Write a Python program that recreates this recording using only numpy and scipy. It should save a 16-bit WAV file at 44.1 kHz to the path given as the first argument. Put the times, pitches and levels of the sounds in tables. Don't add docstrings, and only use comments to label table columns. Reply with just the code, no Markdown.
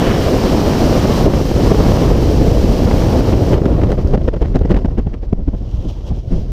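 import sys
import numpy as np
from scipy import signal
from scipy.fft import rfft, irfft, next_fast_len
from scipy.io import wavfile
from scipy.ndimage import uniform_filter1d, minimum_filter1d

SR = 44100
rng = np.random.default_rng(int(sys.argv[2]) if len(sys.argv) > 2 else 0)


def transcribe(u):
    v = np.clip(np.atleast_2d(u).T, -1, 1)
    q = np.round(v * 32767).astype(np.int16)
    wavfile.write(sys.argv[1], SR, q)


N = 287525
TIME_S = np.arange(N) / SR

# (time [s], share of freefall speed [0-1])
AIRSPEED = [(0, 1), (3.53, 0.99), (3.6, 0.97), (3.85, 0.86), (4.25, 0.49), (4.76, 0.34), (5.15, 0.16),
            (6.5, 0.31)]
# (time [s], level [dB])
GUSTS = [(0, 7), (.2, -1), (.45, 5), (1.33, 5), (1.44, -4), (1.7, 3.5), (2.02, 5), (2.24, -5), (2.76, -4.5),
         (3.12, 2), (3.42, -3), (3.75, -5.5), (4.24, -13), (4.7, -10.5), (5.2, -2), (5.42, -7), (6.1, 0),
         (6.25, -19), (6.38, -13)]
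# (centre [s], duration [s], hiss change [dB], rumble change [dB])
TURNS = [(.7, 0.41, 1.5, 2), (1.23, 0.055, -3.5, 3), (1.55, 0.22, 1, 1), (1.9, .12, 0.5, -1),
         (2.033, 0.073, -2, 0.5), (3.28, 0.55, -3.5, -0.5), (3.554, 0.026, -8, 1), (4.7, .4, -1, -0.5),
         (6.305, 0.072, 4.5, -0.5)]
# (centre [s], half length [s], depth [dB])
FLOW_LULLS = [(1.438, 0.02, 5), (1.481, 0.0093, 7.5), (1.537, 0.018, 5.5), (1.76, 0.02, 2), (2.54, 0.01, 5),
              (3.455, 0.017, 1.5), (3.617, 0.018, 9.5), (3.965, 0.0082, 13), (4.043, 0.01, 4),
              (4.39, 0.012, 8), (4.802, .016, 2), (4.974, 0.019, 5), (5.037, 0.011, 3), (5.203, 0.02, 5.5),
              (5.455, 0.011, 5), (5.59, 0.023, 2), (5.717, 0.011, 3.5), (5.939, 0.022, 6.5),
              (6.027, 0.045, 6.5), (6.222, 0.02, 10), (6.27, 0.018, 1)]
# (time [s], length [s], thud [dB], slap [dB], crack [dB], thump [dB])
VORTEX_HITS = [(1.055, 0.0087, -13, -12, -24, -16), (1.274, 0.019, -17.5, -6, -36, -7),
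               (1.517, 0.0057, -13, -15, -40, -10), (1.586, .0083, -12, -17, -36, -20),
               (1.673, 0.012, -24, -14, -32, -19), (1.72, 0.0088, -5, -6.5, -25, -16),
               (2.116, .01, -13, -12, -40, -11), (2.418, 0.013, -12.5, -14, -35, -10.5),
               (2.487, 0.0057, -13, -22, -42, -5.5), (2.522, .01, -7, -22, -33, -6),
               (2.643, 0.014, -11, -15, -40, -10.5), (2.878, 0.023, -16, -14.5, -26, -17),
               (2.915, .009, -12, -10.5, -20, -14), (3.025, 0.0075, -10.5, -24, -28, -20),
               (3.336, 0.011, -12, -7.5, -27, -5), (3.534, 0.03, -17.5, -14.5, -29, -9.5),
               (3.62, 0.0054, -8.5, -12, -38, -8.5), (3.662, 0.0092, -5.5, -16, -28.5, -12),
               (3.817, 0.0043, -20, -27, -26, -28), (3.838, 0.0075, -14, -13.5, -29, -9),
               (3.905, 0.0041, -21, -31, -29, -11), (3.924, 0.011, -14, -20, -29, -6.5),
               (3.99, 0.017, -22, -24.5, -34.5, -6.5), (4.051, 0.0079, -15, -26, -42, -7),
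               (4.146, 0.019, -6, -8.5, -27.5, -5), (4.178, 0.0085, -9, -21, -33.5, -20),
               (4.217, 0.014, -28, -26, -41, -11), (4.249, 0.011, -31, -31, -44, -6),
               (4.286, 0.0088, -6, -4.5, -21, -6.5), (4.341, 0.013, -18.5, -14, -31.5, -6),
               (4.368, 0.012, -16, -22, -35, -19), (4.423, .016, -14.5, -15.5, -32.5, -6),
               (4.453, .015, -18, -28, -36, -17), (4.484, 0.012, -30, -36, -53, -27),
               (4.559, 0.017, -9.5, -15.5, -28.5, -5.5), (4.616, 0.0098, -17, -17.5, -43, -7.5),
               (4.655, 0.0086, -12, -19, -35.5, -18), (4.715, 0.02, -5, -10, -24.5, -4),
               (4.746, 0.007, -9, -18, -27, -7), (4.769, 0.017, -17, -18, -30.5, -8),
               (4.792, .0088, -24, -30, -41, -20), (4.819, 0.0072, -27, -28, -46, -16),
               (4.854, 0.012, -9, -19, -35, -10), (4.885, 0.0085, -25, -25, -54.5, -12),
               (4.919, 0.02, -27, -30.5, -55, -36), (4.989, 0.019, -13.5, -20.5, -34.5, -9),
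               (5.073, 0.011, -15, -24.5, -44, -11), (5.143, 0.014, -23, -28, -39, -25),
               (5.234, 0.013, -27, -32, -44, -21), (5.331, 0.006, -7.5, -16, -37, -6),
               (5.399, 0.041, -24.5, -36.5, -59, -14), (5.484, 0.014, -13, -29.5, -45, -5.5),
               (5.543, 0.018, -19.5, -29, -50, -19), (5.62, 0.023, -24, -40, -57, -31),
               (5.745, 0.011, -29, -38, -62, -13.5), (5.861, 0.032, -22, -42, -61, -19),
               (6.119, 0.017, -18, -32, -55, -14), (6.33, .025, -14, -28, -43, -8),
               (6.376, 0.05, -22, -32.5, -60, -13)]
# (time [s], level [dB])
NYLON_SNAPS = [(3.58, -28), (3.619, -45), (3.6563, -20.5), (3.8394, -34), (3.902, -42), (3.9188, -24),
               (4.074, -32), (4.1105, -36), (4.137, -33), (4.1476, -21), (4.1815, -37), (4.2432, -45),
               (4.2771, -42), (4.287, -30), (4.335, -35), (4.419, -29.5), (4.549, -41), (4.558, -26),
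               (4.5914, -33), (4.617, -36), (4.6511, -42), (4.6941, -36), (4.705, -35), (4.71, -25),
               (4.718, -39), (4.726, -35), (4.746, -37), (4.7634, -41), (4.7705, -35), (4.857, -31.5),
               (4.981, -39), (4.9912, -36), (5.332, -39), (5.481, -43), (6.326, -44)]
# (centre [s], half length [s], level [dB])
SLIDER_SLIPS = [(5.855, 0.29, -49), (5.85, 0.055, -57), (5.897, 0.014, -42.5), (6.078, 0.017, -41),
                (6.177, 0.034, -50.5), (6.257, 0.052, -59.5), (6.37, 0.069, -46.5), (6.5, .05, -63.5)]

# (frequency [Hz], relative density [dB])
RUMBLE_SPECTRUM = [(10, -56), (22, -9), (45, -1), (70, -3), (110, -6.5), (150, -11), (260, -33),
                   (600, -78.5)]
ROAR_SPECTRUM = [(70, -8.5), (140, -1), (220, 0.5), (350, -1.5), (510, -4.5), (700, -12), (1000, -47.5),
                 (1600, -37), (4000, -102)]
TEARING_SPECTRUM = [(400, -3.5), (780, 7.5), (1100, 1), (1500, -8), (2100, -12), (3100, -15.5),
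                    (3700, -17.5), (5600, -33), (8000, -40), (11000, -44), (13000, -43), (16000, -54)]
# (frequency [Hz], relative density [dB])
HISS_SPECTRUM = [(700, -6), (1500, -0.5), (2500, -1.5), (3100, 2), (3600, -3.5), (4000, 0), (5600, 0.5),
                 (6500, -6), (8000, -12), (9400, -13.5), (11200, -19), (12400, -13.5), (13300, -12),
                 (15500, -18)]
RASP_SPECTRUM = [(600, -21), (1200, 3.5), (1900, 1.5), (2500, -5), (3050, -0.5), (3700, -6), (7000, -55)]
# (frequency [Hz], relative density [dB])
THUD_SPECTRUM = [(30, -19.5), (65, -8.5), (110, 0.5), (185, 1.5), (270, -4.5), (350, -10), (600, -54),
                 (2000, -115)]
SLAP_SPECTRUM = [(200, -26), (320, 0.5), (420, 1), (560, -2), (700, -8.5), (1000, -20), (1600, -45),
                 (4000, -97)]
CRACK_SPECTRUM = [(350, -25), (720, 7.5), (1200, 5), (1550, 1), (1950, 0), (2400, -6), (3100, -5),
                  (3900, -15), (5600, -16.5), (8000, -30), (11000, -41), (13000, -41), (16000, -47)]
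# (frequency [Hz], relative density [dB])
SNAP_SPECTRUM = [(700, -20), (1400, 15), (2400, -11), (3100, -2), (3900, 0), (5600, -2.5), (8000, -16),
                 (11000, -20), (13000, -22), (15500, -26)]
SLIDE_SPECTRUM = [(900, 8.5), (1900, -14), (2400, -4), (3050, 5.5), (4300, -3.5), (5700, -0.5), (6500, -6),
                  (8000, -16.5), (11000, -22.5), (12800, -18), (15500, -30)]


def from_db(db):
    return 10 ** (np.asarray(db) / 20)


def unit_rms(x):
    return x / np.sqrt(np.mean(x ** 2) + 1e-20)


def curve(rows):
    return np.interp(TIME_S, *np.transpose(rows))


def noise(spectrum):
    hz, level_db = np.transpose(spectrum)
    size = next_fast_len(N)
    bins_hz = np.maximum(np.fft.rfftfreq(size, 1 / SR), 1)
    gain = from_db(np.interp(np.log(bins_hz), np.log(hz), level_db))
    return unit_rms(irfft(rfft(rng.standard_normal(size)) * gain, size)[:N])


def drift(rate_hz):
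    hop, settle_steps = 20, 2000
    pole = np.exp(-2 * np.pi * rate_hz * hop / SR)
    white = rng.standard_normal(N // hop + settle_steps + 2)
    slow = signal.lfilter([1], [1, -2 * pole, pole * pole], white)[settle_steps:]
    return np.interp(np.arange(N) / hop, np.arange(len(slow)), unit_rms(slow))


def bursts(rate_hz, fade_s, smoothing_hz=250):
    hits = (rng.random(N) < rate_hz / SR) * rng.uniform(.4, 1, N)
    fading = signal.lfilter([1], [1, -np.exp(-1 / (fade_s * SR))], hits + 1e-18)
    return signal.sosfilt(signal.butter(2, smoothing_hz, fs=SR, output="sos"), fading)


def envelope(x, span_s):
    size = max(int(span_s * SR), 2)
    power = uniform_filter1d(uniform_filter1d(x ** 2, size), size)
    return np.sqrt(np.maximum(power, 1e-12))


def levelled(x, span_s):
    return x / envelope(x, span_s)


def high_shelf(x, knee_hz, top_gain):
    low = signal.sosfiltfilt(signal.butter(2, knee_hz, fs=SR, output="sos"), x)
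    return low + top_gain * (x - low)


def wind_gain(speed, freefall_db, exponent, gust_share):
    return from_db(freefall_db + gust_share * curve(GUSTS)) * speed ** exponent


def posture_db():
    hiss_db = rumble_db = 0
    for centre_s, duration_s, hiss_change_db, rumble_change_db in TURNS:
        turned = np.clip((TIME_S - centre_s) / duration_s + .5, 0, 1)
        hiss_db += hiss_change_db * turned
        rumble_db += rumble_change_db * turned
    return hiss_db, rumble_db


def eddies(speed):
    lumps = drift(rate_hz=43)
    shedding = bursts(rate_hz=20, fade_s=0.0012)
    rumble = high_shelf(noise(RUMBLE_SPECTRUM), knee_hz=58.3, top_gain=speed ** 0.84)
    rumble *= from_db(1.73 * lumps + 1.1 * shedding)
    roar = high_shelf(noise(ROAR_SPECTRUM), knee_hz=174, top_gain=speed ** 0.46)
    roar *= from_db(0.91 * lumps + 1.6 * shedding)
    tearing = noise(TEARING_SPECTRUM) * envelope(roar, span_s=0.0013) ** .5 * from_db(13 * shedding)
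    return rumble, roar, tearing


def airstream(speed, turn_db):
    rumble, roar, tearing = eddies(speed)
    hollow_db = 2 * drift(rate_hz=13.3)
    roar = high_shelf(roar, knee_hz=290, top_gain=from_db(hollow_db))
    puff_db = 0.5 * (1.5 - speed) * drift(rate_hz=1.4)
    rumble = levelled(rumble, span_s=0.14) * from_db(turn_db)
    rumble *= wind_gain(speed, freefall_db=-17.5, exponent=0.51, gust_share=0.041)
    roar = levelled(roar, span_s=0.13)
    roar *= wind_gain(speed, freefall_db=-14, exponent=1.35, gust_share=0.23)
    tearing = levelled(tearing, span_s=0.069)
    tearing *= wind_gain(speed, freefall_db=-27, exponent=1.51, gust_share=0.7)
    return from_db(puff_db) * (rumble + roar + tearing)


def case_hiss(speed, turn_db):
    flutter_db = (0.4 + 2 * np.sqrt(1 - speed)) * drift(rate_hz=18)
    hiss = high_shelf(noise(HISS_SPECTRUM), knee_hz=7650, top_gain=speed ** 0.68)
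    gain = wind_gain(speed, freefall_db=-31, exponent=0.96, gust_share=0.065)
    return gain * from_db(turn_db + flutter_db) * hiss


def rasp(level_db=-27.5, hold_s=0.046, fade_db_per_s=28):
    fade_db = fade_db_per_s * np.maximum(TIME_S - hold_s, 0)
    flicker_db = 1.7 * drift(rate_hz=100)
    return from_db(level_db - fade_db + flicker_db) * noise(RASP_SPECTRUM)


def buffets():
    thud = levelled(noise(THUD_SPECTRUM), span_s=0.0085)
    slap = levelled(noise(SLAP_SPECTRUM), span_s=0.0075)
    grain = envelope(thud + slap, span_s=0.0012) * from_db(3.7 * drift(rate_hz=480))
    crack = levelled(noise(CRACK_SPECTRUM) * grain, span_s=0.011)
    out = np.zeros(N)
    for time_s, length_s, thud_db, slap_db, crack_db, thump_db in VORTEX_HITS:
        near = np.abs(TIME_S - time_s) < 4 * length_s
        offset_s = TIME_S[near] - time_s
        core = np.exp(-2.1 * (offset_s / length_s) ** 2)
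        skirt = 0.039 * np.exp(-np.abs(offset_s / length_s))
        swing = offset_s / (0.0012 + 0.2 * length_s)
        thump = swing * np.exp((1 - swing ** 2) / 2)
        blast = (from_db(thud_db) * thud[near] + from_db(slap_db) * slap[near]
                 + from_db(crack_db) * crack[near])
        out[near] += (core + skirt) * blast + from_db(thump_db) * thump
    return out


def gaussian(centre_s, half_length_s):
    return np.exp(-((TIME_S - centre_s) / half_length_s) ** 2)


def lulls_db():
    return -sum(depth_db * gaussian(centre_s, half_s) for centre_s, half_s, depth_db in FLOW_LULLS)


def cloth_flutter(level_db=-36, opening_s=3.1, filled_s=4.91, rise_db_per_s=400, fade_db_per_s=58):
    rise_db = rise_db_per_s * np.minimum(TIME_S - opening_s, 0)
    fade_db = fade_db_per_s * np.maximum(TIME_S - filled_s, 0)
    flicks = bursts(rate_hz=20, fade_s=0.0036) * noise(CRACK_SPECTRUM)
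    return from_db(level_db + rise_db - fade_db) * flicks


def snaps(attack_s=0.0003, fade_s=0.0014):
    gain = np.zeros(N)
    for time_s, level_db in NYLON_SNAPS:
        near = np.abs(TIME_S - time_s) < 10 * fade_s
        offset_s = TIME_S[near] - time_s
        gain[near] += from_db(level_db) * np.exp(np.minimum(offset_s / attack_s, -offset_s / fade_s))
    return gain * levelled(noise(SNAP_SPECTRUM), span_s=0.0015)


def slider():
    slips = sum(from_db(db) * gaussian(centre_s, half_s) for centre_s, half_s, db in SLIDER_SLIPS)
    roughness_db = 2 * drift(rate_hz=120)
    return slips * from_db(roughness_db) * noise(SLIDE_SPECTRUM)


def scene():
    speed = curve(AIRSPEED)
    hiss_turn_db, rumble_turn_db = posture_db()
    lull_db = lulls_db()
    stream = from_db(lull_db) * airstream(speed, rumble_turn_db)
    hiss = from_db(0.21 * lull_db) * case_hiss(speed, hiss_turn_db)
    wind = stream + hiss + rasp() + buffets()
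    cloth = slider() + from_db(lull_db) * cloth_flutter() + snaps()
    return (wind + cloth)[None, :]


def record(dry, ceiling=.95, release_db_per_s=54, cutoff_hz=15400):
    over_db = 20 * np.log10(np.maximum(np.abs(dry) / ceiling, 1))
    recovery_db = release_db_per_s * TIME_S
    duck_db = np.maximum.accumulate(over_db + recovery_db, axis=-1) - recovery_db
    gain = uniform_filter1d(minimum_filter1d(from_db(-duck_db), size=89), size=89)
    lowpass = signal.ellip(12, .1, 90, cutoff_hz, fs=SR, output="sos")
    return signal.sosfilt(lowpass, dry * gain)


dry = scene()
out = record(dry)
transcribe(out)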